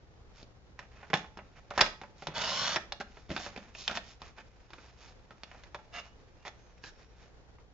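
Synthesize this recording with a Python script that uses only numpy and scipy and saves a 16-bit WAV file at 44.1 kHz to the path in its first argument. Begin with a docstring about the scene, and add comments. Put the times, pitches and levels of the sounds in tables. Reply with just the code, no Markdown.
"""Plastic paper trimmer on a craft table, close to two microphones in a small room.
Arm, latch and carriage knock as decaying noise bursts through tray modes, and longer modes ring on.
The blade rasps through cardstock to its stop: random slips drive rail resonances that climb.
The card taps, glides and lands, the base scuffs and scrapes free, the loose arm rattles, thin squeaks bend.
Table thuds and rumble lie below; echoes, room noise and mains hum surround it all."""
import sys
import numpy as np
from scipy import signal
from scipy.fft import rfft, irfft
from scipy.io import wavfile

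SR = 44100
rng = np.random.default_rng(int(sys.argv[2]) if len(sys.argv) > 2 else 0)


def transcribe(u):
    """Save the signal u as a 16-bit wav file named by the first command-line argument.

    u: samples, shape (n,) or (channels, n), limited to [-1, 1]; the rate is SR.
    q: integer samples, one column per channel.
    """
    v = np.clip(np.atleast_2d(u).T, -1, 1)
    q = np.round(v * 32767).astype(np.int16)
    wavfile.write(sys.argv[1], SR, q)


N = 340893
TIME = np.arange(N) / SR


def undb(db):
    """Decibels to gain."""
    return 10 ** (np.asarray(db) / 20)


def unit(x):
    """Scale to rms 1."""
    return x / np.sqrt(np.mean(x ** 2))


def band(x, lo_hz, hi_hz, order=3):
    """Butterworth band-pass."""
    return signal.sosfilt(signal.butter(order, [lo_hz, hi_hz], "band", fs=SR, output="sos"), x + 1e-18)


def colour(x, points, power=1, size=4096):
    """Minimum-phase filter through (frequency [Hz], gain [dB]) points; power scales the dB."""
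    hz, db = np.transpose(points)
    bins_hz = np.maximum(np.arange(size // 2 + 1), .5) * SR / size
    gain_db = np.interp(np.log(bins_hz), np.log(hz), db)
    cepstrum = irfft(power * np.log(undb(gain_db)))
    # fold the cepstrum to make the filter causal
    cepstrum[1:size // 2] *= 2
    cepstrum[size // 2 + 1:] = 0
    response = irfft(np.exp(rfft(cepstrum)))
    return signal.fftconvolve(x, response)[:len(x)]


def resonate(x, peaks):
    """Parallel resonances (frequency [Hz], width [Hz], gain [dB])."""
    out = 0
    for hz, width_hz, db in peaks:
        b, a = signal.iirpeak(hz, hz / width_hz, fs=SR)
        out = out + undb(db) * signal.lfilter(b, a, x + 1e-18)
    return out


def fade(t, t60_s):
    """Exponential decay, 60 dB in t60_s."""
    return np.exp(-np.log(1000) * t / t60_s)


def ramp(start_s, length_s):
    """Rise from 0 to 1; with a negative length, a fall that ends at start_s."""
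    return np.clip((TIME - start_s) / length_s, 0, 1)


def stroke(start_s, length_s):
    """Loudness of one hand stroke: speeds up and slows down as a half sine."""
    return np.sin(np.pi * ramp(start_s, length_s))


def strokes(rows):
    """Body and hiss gains of strokes (start [s], length [s], body level [dB], hiss level [dB])."""
    return sum(np.outer(undb([body_db, hiss_db]), stroke(start_s, length_s))
               for start_s, length_s, body_db, hiss_db in rows)


def grains(rate_hz, spread_db):
    """Tiny slips and snapping fibres: random clicks of uneven size and either sign."""
    size = undb(spread_db * np.minimum(rng.exponential(size=N), 4))
    fires = rng.random(N) < rate_hz / SR
    return unit(fires * size * rng.choice([-1, 1], N))


# treble of a blow: (frequency [Hz], gain [dB])
SNAP_COLOUR = [(2450, -0.5), (3700, 1), (5100, -1.5), (6600, -7.5), (7400, -15)]
# hard contacts snap and are over, dull ones chatter on: t60 at snap = body, its growth as snap falls
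CHATTER_T60_S, CHATTER_S_PER_DB, SHORTEST_T60_S = .04, .0025, .026


def blows(table, peaks, plain_db, tick_db, spot_db, thump_hz, body_hz):
    """Each blow is a sharp tick and a short noise chatter, split into thump, body and snap."""
    out = np.zeros(N + SR)
    t = np.arange(SR // 5) / SR
    for time_s, level_db, thump_db, snap_db, spot_hz in table:
        t60_s = max(CHATTER_T60_S - CHATTER_S_PER_DB * snap_db, SHORTEST_T60_S)
        shock = rng.standard_normal(len(t)) * fade(t, t60_s)
        shock[0] += undb(tick_db)
        shock = undb(plain_db) * shock + resonate(shock, peaks)
        shock = shock + resonate(shock, [(spot_hz, spot_hz / 6, spot_db)])
        thump = unit(band(shock, thump_hz, 400, order=2))
        body = unit(band(shock, body_hz, 2140))
        snap = unit(colour(band(shock, 2350, 12000), SNAP_COLOUR))
        hit = undb(thump_db) * thump + body + undb(snap_db) * snap
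        start = int(time_s * SR)
        # body level = its energy packed into 10 ms; unit() spread it over 200 ms
        out[start:start + len(t)] += undb(level_db) * hit / np.sqrt(20)
    return out[:N]


# blows on the trimmer, level before the trim in trimmer():
# (time [s], level [dB], thump re level [dB], snap re level [dB], struck-spot resonance [Hz])
KNOCKS = [(0.791, -40.5, -17, -8, 1580), (1.03, -46, -12, -20, 1520), (1.101, -41, 0, -10.5, 600),
          (1.1324, -22, -10, -15, 850), (1.139, -23, -9.5, -3, 3420), (1.151, -37, -8, -6, 800),
          (1.244, -48, -10, -22, 1000), (1.3725, -42.5, -3, -10.5, 910), (1.389, -43, -16.5, -18, 810),
          (1.7055, -50, -13, 0, 1900), (1.709, -36, -13, -16, 1350), (1.737, -45, -12, -12.5, 710),
          (1.7772, -23, -13, -8.5, 1420), (1.792, -23.5, -13, -12, 1720), (1.808, -28, -21, 3, 2610),
          (1.8112, -16, -17.5, 1, 5000), (1.8206, -23.5, -12.5, -16, 1530), (1.863, -35.5, -22, -5, 630),
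          (2.0146, -40.5, -5, -10.5, 800), (2.035, -44, -29, -15, 920), (2.222, -39.5, -6, -11.5, 740),
          (2.27, -34, -15.5, -3, 860), (2.284, -43, 2.5, -9, 900), (2.7604, -27, -8.5, -2.5, 5230),
          (2.766, -28.5, -16, -11, 1640), (2.9219, -36, -31, 1, 4270), (3.001, -48, 6, 0, 1500),
          (3.0055, -37, -10, -9.5, 1540), (3.0105, -36.5, -19, -8, 1500), (3.17, -47.5, -3, -11.5, 775),
          (5.307, -48, -7.5, -10.5, 1385), (5.434, -45.5, -9, 1.5, 2800), (5.514, -50.5, -11.5, -7, 2850),
          (5.546, -51, -13, -17, 800), (5.636, -53.5, -17.5, -.5, 1980), (5.7456, -36, -13.5, -10, 800),
          (5.789, -52.5, -14.5, -16, 836), (5.951, -48, -20, -8, 1230), (6.451, -43.5, -12.5, -10, 780),
          (6.47, -43.5, -10, -6.5, 2070), (7.585, -58, -10.5, -22, 950)]
# broad resonances of tray and arm: (frequency [Hz], width [Hz], gain [dB])
TRAY_MODES = [(175, 70, 0.5), (400, 110, -1), (587.5, 100, 5), (780, 120, 5), (995, 110, -4),
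              (1306, 200, -5), (1954, 630, -6.5), (2460, 260, -5), (2850, 450, -5.5), (3410, 140, 4.5),
              (3990, 130, -4.5), (5490, 200, -8.5)]
# long rings of the plastic, gain before the trim in trimmer(): (frequency [Hz], gain [dB], t60 [s])
PLASTIC_RINGS = [(182, -9, 0.38), (604, -6.5, 0.093), (697, 3.5, 0.074), (867, 1, 0.62),
                 (1034, -15.5, 0.48), (1283, 3, 0.33), (1400, -3.5, 0.59), (1782, -17.5, 1.3),
                 (2186, -17, 0.35), (2430, -17, 0.37), (2810, 3, 0.19), (3260, -21.5, 0.35),
                 (3499, -22.5, 0.29), (3747, -23.5, 0.43), (4100, -9.5, 0.22), (4210, -17.5, 0.23),
                 (4328, -19, 0.72), (4630, -9, 0.35), (4743, -20, 0.28), (4840, -22, 0.3)]


def trimmer():
    """Arm, latch and carriage knock on the tray; each blow couples differently to the ringing modes."""
    hits = blows(KNOCKS, TRAY_MODES, plain_db=0.5, tick_db=18.5, spot_db=1.5, thump_hz=95, body_hz=480)
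    times_s = np.array(KNOCKS)[:, 0]
    couplings = rng.uniform(-1, 1, (len(PLASTIC_RINGS), len(KNOCKS)))
    # index of the latest blow at every sample
    latest = np.maximum(np.searchsorted(times_s - 1 / SR, TIME) - 1, 0)
    ring = np.zeros(N)
    for coupling, (hz, db, t60_s) in zip(couplings, PLASTIC_RINGS):
        width_hz = np.log(1000) / np.pi / t60_s
        ring += resonate(hits * coupling[latest], [(hz, width_hz, db)])
    return undb(-1.6) * hits + undb(0.3) * ring


# treble of rubbing: (frequency [Hz], gain [dB])
RUB_COLOUR = [(2450, 1.5), (3600, 3), (5100, 3), (6600, 0.5), (7400, -8.5)]


def rub(gains, slips, peaks, plain_db, rumble_db):
    """Friction: a stream of slips shakes the body and hisses above it."""
    body_gain, hiss_gain = gains
    shaken = undb(plain_db) * slips + resonate(slips, peaks)
    low = unit(band(shaken, 90, 400, order=2))
    body = unit(band(shaken, 350, 2254)) + undb(rumble_db) * low
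    hiss = unit(colour(band(shaken, 2350, 13000), RUB_COLOUR))
    return body * body_gain + hiss * hiss_gain


# resonances of carriage and rail: (frequency [Hz], width [Hz], gain [dB])
RAIL_MODES = [(160, 32, -0.5), (598, 120, 2.5), (928, 98, -7.5), (1443, 96, -5), (2033, 30, -4),
              (2985, 90, 5.5), (3377, 260, 5), (4180, 91, 1), (5660, 200, -17)]
# rail between carriage and stop, at FASTEST_S: (frequency [Hz], width [Hz], gain [dB])
SPAN_MODES = [(1100, 91, 6.5), (1460, 100, 3.5), (3090, 160, 4.5), (4090, 170, 5.5), (5300, 220, 7)]
# carriage creeps up to the card, bites, cuts at an even push, is halted by its stop
CREEP_S, BITE_S, STOP_S = 2.25, 2.335, 2.77
BITE_ATTACK_S, STOP_RELEASE_S = .04, .015
CREEP_DB, CUT_BODY_DB, CUT_HISS_DB = -53, -37.4, -35
# hiss peaks where the carriage is fastest; sag is reached half a cut's length away
FASTEST_S, HISS_SAG_DB = 2.58, 3.5
CLIMB_PER_S = .75  # climb of the span modes, share of their frequency per second


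def blade():
    """The blade tears fibres at about 1800 slips a second and shakes carriage and rail."""
    flutter_db = 1.6 * unit(band(rng.standard_normal(N), 30, 250, order=1))
    slips = grains(rate_hz=1800, spread_db=2.0) * undb(flutter_db)
    # free rail shortens ahead of the carriage: read its resonances ever faster
    from_fastest_s = np.clip(TIME, BITE_S, STOP_S) - FASTEST_S
    clock_s = np.cumsum(1 + CLIMB_PER_S * from_fastest_s) / SR
    slips = slips + np.interp(clock_s, TIME, resonate(slips, SPAN_MODES))
    cutting = ramp(BITE_S, BITE_ATTACK_S) * ramp(STOP_S, -STOP_RELEASE_S)
    creeping = stroke(CREEP_S, BITE_S + BITE_ATTACK_S - CREEP_S)
    sag_db = HISS_SAG_DB * (2 * from_fastest_s / (STOP_S - BITE_S)) ** 2
    body_gain = undb(CUT_BODY_DB) * cutting + undb(CREEP_DB) * creeping
    hiss_gain = undb(CUT_HISS_DB - sag_db) * cutting
    return rub((body_gain, hiss_gain), slips, RAIL_MODES, plain_db=-0.5, rumble_db=-11.5)


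# loose arm in its hinges after each slam: (start [s], body level [dB], hiss level [dB])
RATTLES = [(1.15, -41, -44), (1.83, -40, -40.5)]
RATTLE_T60_S = .22


def rattle():
    """The arm buzzes against the tray as sparse slips that die away."""
    gains = 0
    for start_s, body_db, hiss_db in RATTLES:
        decay = (TIME > start_s) * fade(np.abs(TIME - start_s), RATTLE_T60_S)
        gains = gains + np.outer(undb([body_db, hiss_db]), decay)
    return rub(gains, grains(rate_hz=600, spread_db=2.5), TRAY_MODES, plain_db=-2, rumble_db=-10)


# sleeves and card while the hands are at work
BUSY_START_S, BUSY_END_S, BUSY_FADE_S = .75, 7.5, .2
RUSTLE_BODY_DB, RUSTLE_HISS_DB, RUSTLE_SWELL_RMS_DB = -73, -78, 3


def rustle():
    """Body and hiss gains of small restless movements: a randomly swelling level."""
    busy = ramp(BUSY_START_S, BUSY_FADE_S) * ramp(BUSY_END_S, -BUSY_FADE_S)
    swell_db = RUSTLE_SWELL_RMS_DB * unit(band(rng.standard_normal(N), 2, 30, order=2))
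    return np.outer(undb([RUSTLE_BODY_DB, RUSTLE_HISS_DB]), busy * undb(swell_db))


# flicks and taps of the card:
# (time [s], level [dB], thump re level [dB], snap re level [dB], struck-spot resonance [Hz])
TAPS = [(0.429, -66, 14.5, 10.5, 4530), (3.2935, -56, 11, -.5, 586), (3.3035, -38, 4, -9, 634),
        (3.3146, -42.5, 8, -2, 650), (3.3638, -34, -9, -4.5, 1540), (3.376, -40, -27, -2, 3510),
        (3.395, -43, -12, -11, 665), (3.463, -39.5, -6, -20, 576), (3.562, -44, -3.5, -6, 2200),
        (3.575, -42, 0, -8, 584), (3.75, -47.5, -15, -.5, 2700), (3.8784, -35.5, -25, 7.5, 3150),
        (3.885, -44, -10, -3, 2540), (3.895, -36, -14, -16, 1420), (3.9123, -37.5, -6, -5, 1390),
        (3.9723, -33, -12, -3.5, 1710), (4.218, -45, -9, -5, 1180), (4.382, -48, -8, -9.5, 1530),
        (4.704, -53, -4, -6.5, 1030), (4.7335, -47.5, -9, -4.5, 1320), (4.783, -53, -4, -14.5, 1420),
        (6.839, -46, -6.5, -4.5, 1624)]
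# short soft glides: mostly card, also a slide before the latch and the scuff's trailing end:
# (start [s], length [s], body level [dB], hiss level [dB])
GLIDES = [(0.33, .125, -62, -62), (0.77, .1, -59, -71), (0.9, .22, -61, -72), (1.55, .06, -58, -69),
          (1.745, .05, -50, -56), (2.16, .13, -65, -62), (3.02, .27, -73, -72), (3.28, .11, -51, -56),
          (3.345, .165, -50, -47.5), (3.45, .28, -59, -66), (3.735, .165, -60, -49.5),
          (3.865, .125, -44.5, -52.5), (3.945, .035, -52, -45), (4.02, .14, -63, -58),
          (4.19, .13, -61, -64), (4.36, .07, -54, -65), (4.68, .29, -65, -67.5), (4.96, .18, -62, -61.5),
          (5.42, .28, -64, -71), (6.02, .07, -61, -66), (6.97, .08, -64, -67.5), (7.15, .15, -69, -71)]


def card():
    """Broad sheet modes are struck by flicks and rubbed by short soft glides and rustle."""
    # (frequency [Hz], width [Hz], gain [dB])
    sheet = [(200, 200, -10.5), (736, 260, 4.5), (1390, 450, -12.5), (2520, 260, 0), (3400, 800, -2.5)]
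    flicks = blows(TAPS, sheet, plain_db=-4.5, tick_db=18, spot_db=5, thump_hz=105, body_hz=510)
    gains = strokes(GLIDES) + rustle()
    glides = rub(gains, grains(rate_hz=2500, spread_db=2.5), sheet, plain_db=6, rumble_db=-9.5)
    return flicks + glides


# one stroke each: (start [s], length [s], body level [dB], hiss level [dB])
# feet scuffing on the mat
SCUFF = (5.92, .105, -43, -47)
# base scraping free
LIFT = (6.447, .055, -45, -50)
# card landing with a short brush
LANDING = (6.82, .095, -54, -53.5)
# resonances of the dragged base: (frequency [Hz], width [Hz], gain [dB])
BASE_MODES = [(703, 19, 2.5), (1230, 180, -10.5), (1660, 71, -10), (2020, 36, -3), (2240, 45, -5),
              (2790, 96, 3), (2930, 16, -7), (3470, 48, -3), (3910, 32, -16), (4970, 75, -14.5),
              (5980, 44, -11.5)]


def moving():
    """Slips excite the base on the mat, the tray as it scrapes free, and the card as it lands."""
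    scuff_slips = grains(rate_hz=1500, spread_db=1.5)
    scuff = rub(strokes([SCUFF]), scuff_slips, BASE_MODES, plain_db=-16, rumble_db=-16)
    lift_slips = grains(rate_hz=1300, spread_db=3.0)
    lift = rub(strokes([LIFT]), lift_slips, TRAY_MODES, plain_db=-3.5, rumble_db=-29)
    # (frequency [Hz], width [Hz], gain [dB])
    landing_modes = [(1648, 110, 11.5), (2880, 270, -23), (3950, 310, -5)]
    landing_slips = grains(rate_hz=2000, spread_db=2.5)
    landing = rub(strokes([LANDING]), landing_slips, landing_modes, plain_db=-1.5, rumble_db=-10)
    return scuff + lift + landing


# faint thin squeaks: (start [s], length [s], pitch [Hz], bend [Hz], peak level [dB])
SQUEAKS = [(5.97, .17, 2900, 25, -67.5), (6.39, .08, 2740, 50, -71), (6.56, .18, 5720, 680, -74),
           (6.71, .44, 5850, -430, -76.5)]
SQUEAK_WAVER_RMS = .012  # share of the pitch


def squeak(start_s, length_s, hz, bend_hz, peak_db):
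    """A thin, unsteady whistle: a sine whose pitch bends up or down and back as it swells."""
    swell = stroke(start_s, length_s)
    waver = SQUEAK_WAVER_RMS * unit(band(rng.standard_normal(N), 28, 400, order=1))
    pitch_hz = (hz + bend_hz * swell) * (1 + waver)
    return undb(peak_db) * np.sqrt(swell) * np.sin(2 * np.pi * np.cumsum(pitch_hz) / SR)


# dull pushes on the table: (time [s], pitch [Hz], level before decay [dB], t60 [s])
THUDS = [(1.134, 150, -40, .13), (1.777, 85, -39, 0.15), (1.813, 33.2, -40, 0.41), (2.274, 154, -43, 0.32),
         (3.299, 72, -37, .17), (3.304, 250, -38, 0.17), (3.313, 180, -36, 0.092), (3.562, 166, -45, 0.055)]


def thuds():
    """The table top gives under a push and swings back: decaying sines."""
    out = np.zeros(N)
    for time_s, hz, db, t60_s in THUDS:
        t = np.maximum(TIME - time_s, 0)
        out += undb(db) * np.sin(2 * np.pi * hz * t) * fade(np.minimum(t, 1), t60_s)
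    return out


LEAN_RUMBLE_DB, LEAN_END_S, LEAN_RELEASE_S = -64.5, 4.2, .7


def rumble():
    """The table shudders while leaned on: low noise that fades out."""
    shudder = unit(band(rng.standard_normal(N), 25, 120, order=2))
    return undb(LEAN_RUMBLE_DB) * shudder * ramp(LEAN_END_S, -LEAN_RELEASE_S)


def echoes(x, t60_s, delay_s, build_s):
    """A diffuse cloud of reflections: decaying noise response of unit energy."""
    t = np.arange(SR // 2) / SR
    onset = np.clip((t - delay_s) / build_s, 0, 1)
    response = rng.standard_normal(len(t)) * fade(t, t60_s) * onset
    return signal.fftconvolve(x, response / np.linalg.norm(response))[:N]


# colour of the room's tail: (frequency [Hz], gain [dB])
WALLS = [(85, -11.5), (210, 4), (720, -3.5), (1550, -5.5), (4100, -8), (7400, -6.5)]
# microphone difference from table reflections, before table_db: (frequency [Hz], side re mid [dB])
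WIDTH = [(112, -22), (700, -26.5), (1130, -15), (1800, -7), (3000, -10.5), (5000, -3), (7300, -9.5)]
# balance of the microphones: (frequency [Hz], left minus right [dB])
LEFT_RIGHT = [(110, -0.3), (760, -1), (1220, -1.5), (2050, -3.5), (3250, -5), (6100, -0.3)]


def room(x, wet_db, t60_s, table_db):
    """Table reflections differ between the microphones; walls add a tail, alike only in the bass."""
    mid, side = (undb(wet_db) * colour(echoes(x, t60_s, delay_s=0.0045, build_s=0.0056), WALLS)
                 for _ in range(2))
    side = colour(side, [(160, -22), (620, -22), (1150, -1), (1850, 1)])
    near = echoes(x, t60_s=.016, delay_s=0, build_s=.0002)
    side = side + undb(table_db) * colour(near, WIDTH)
    # trimmer lies to the right: left microphone hears it a sample later
    left = np.roll(x + mid + side, 1)
    right = x + mid - side
    return np.array([colour(left, LEFT_RIGHT, power=1 / 2), colour(right, LEFT_RIGHT, power=-1 / 2)])


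# spectrum of the room noise, rescaled to rms 1: (frequency [Hz], density [dB per Hz])
ROOM_NOISE = [(13, -35.5), (22, -4), (64, -3), (154, -16.5), (251, -18.5), (298, -18.5), (508, -15.5),
              (574, -20.5), (848, -22), (1010, -26), (1380, -28), (2660, -35.5), (5940, -39.5), (7400, -47),
              (9620, -79), (16300, -120)]
ROOM_MID_DB = -59.6  # before the swell
# mains hum: (frequency [Hz], rms level [dB])
HUM = [(59.8, -66), (119.8, -71), (180, -76.5)]


def background():
    """Soft room noise with a restlessly swelling level, and mains hum as steady sines."""
    mid, side = (unit(colour(rng.standard_normal(N), ROOM_NOISE, size=16384)) for _ in range(2))
    side = colour(side, [(42, -8), (105, -2), (210, -1), (620, -8.5), (1550, 1.5), (6100, 2.5)])
    swell = undb(1.5 * unit(band(rng.standard_normal(N), 0.38, 7.3, order=1)))
    noise = undb(ROOM_MID_DB) * swell * np.array([mid + side, mid - side])
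    hum = np.zeros(N)
    for hz, db in HUM:
        phase = rng.uniform(0, 2 * np.pi)
        hum += np.sqrt(2) * undb(db) * np.sin(2 * np.pi * hz * TIME + phase)
    return noise + hum


def scene():
    """All the handling in the room, over its noise."""
    tool = trimmer() + blade() + rattle() + moving()
    squeaks = sum(squeak(*row) for row in SQUEAKS)
    handling = tool + card() + squeaks + thuds() + rumble()
    return room(handling, wet_db=-7.5, t60_s=0.31, table_db=3.5) + background()


def record(dry):
    """The webcam rounds the loudest peaks and passes only what lies below 7450 Hz."""
    ceiling = .62
    rounded = ceiling * np.tanh(dry / ceiling)
    lowpass = signal.cheby1(16, .2, 7450, fs=SR, output="sos")
    return signal.sosfilt(lowpass, rounded)


dry = scene()
out = record(dry)
transcribe(out)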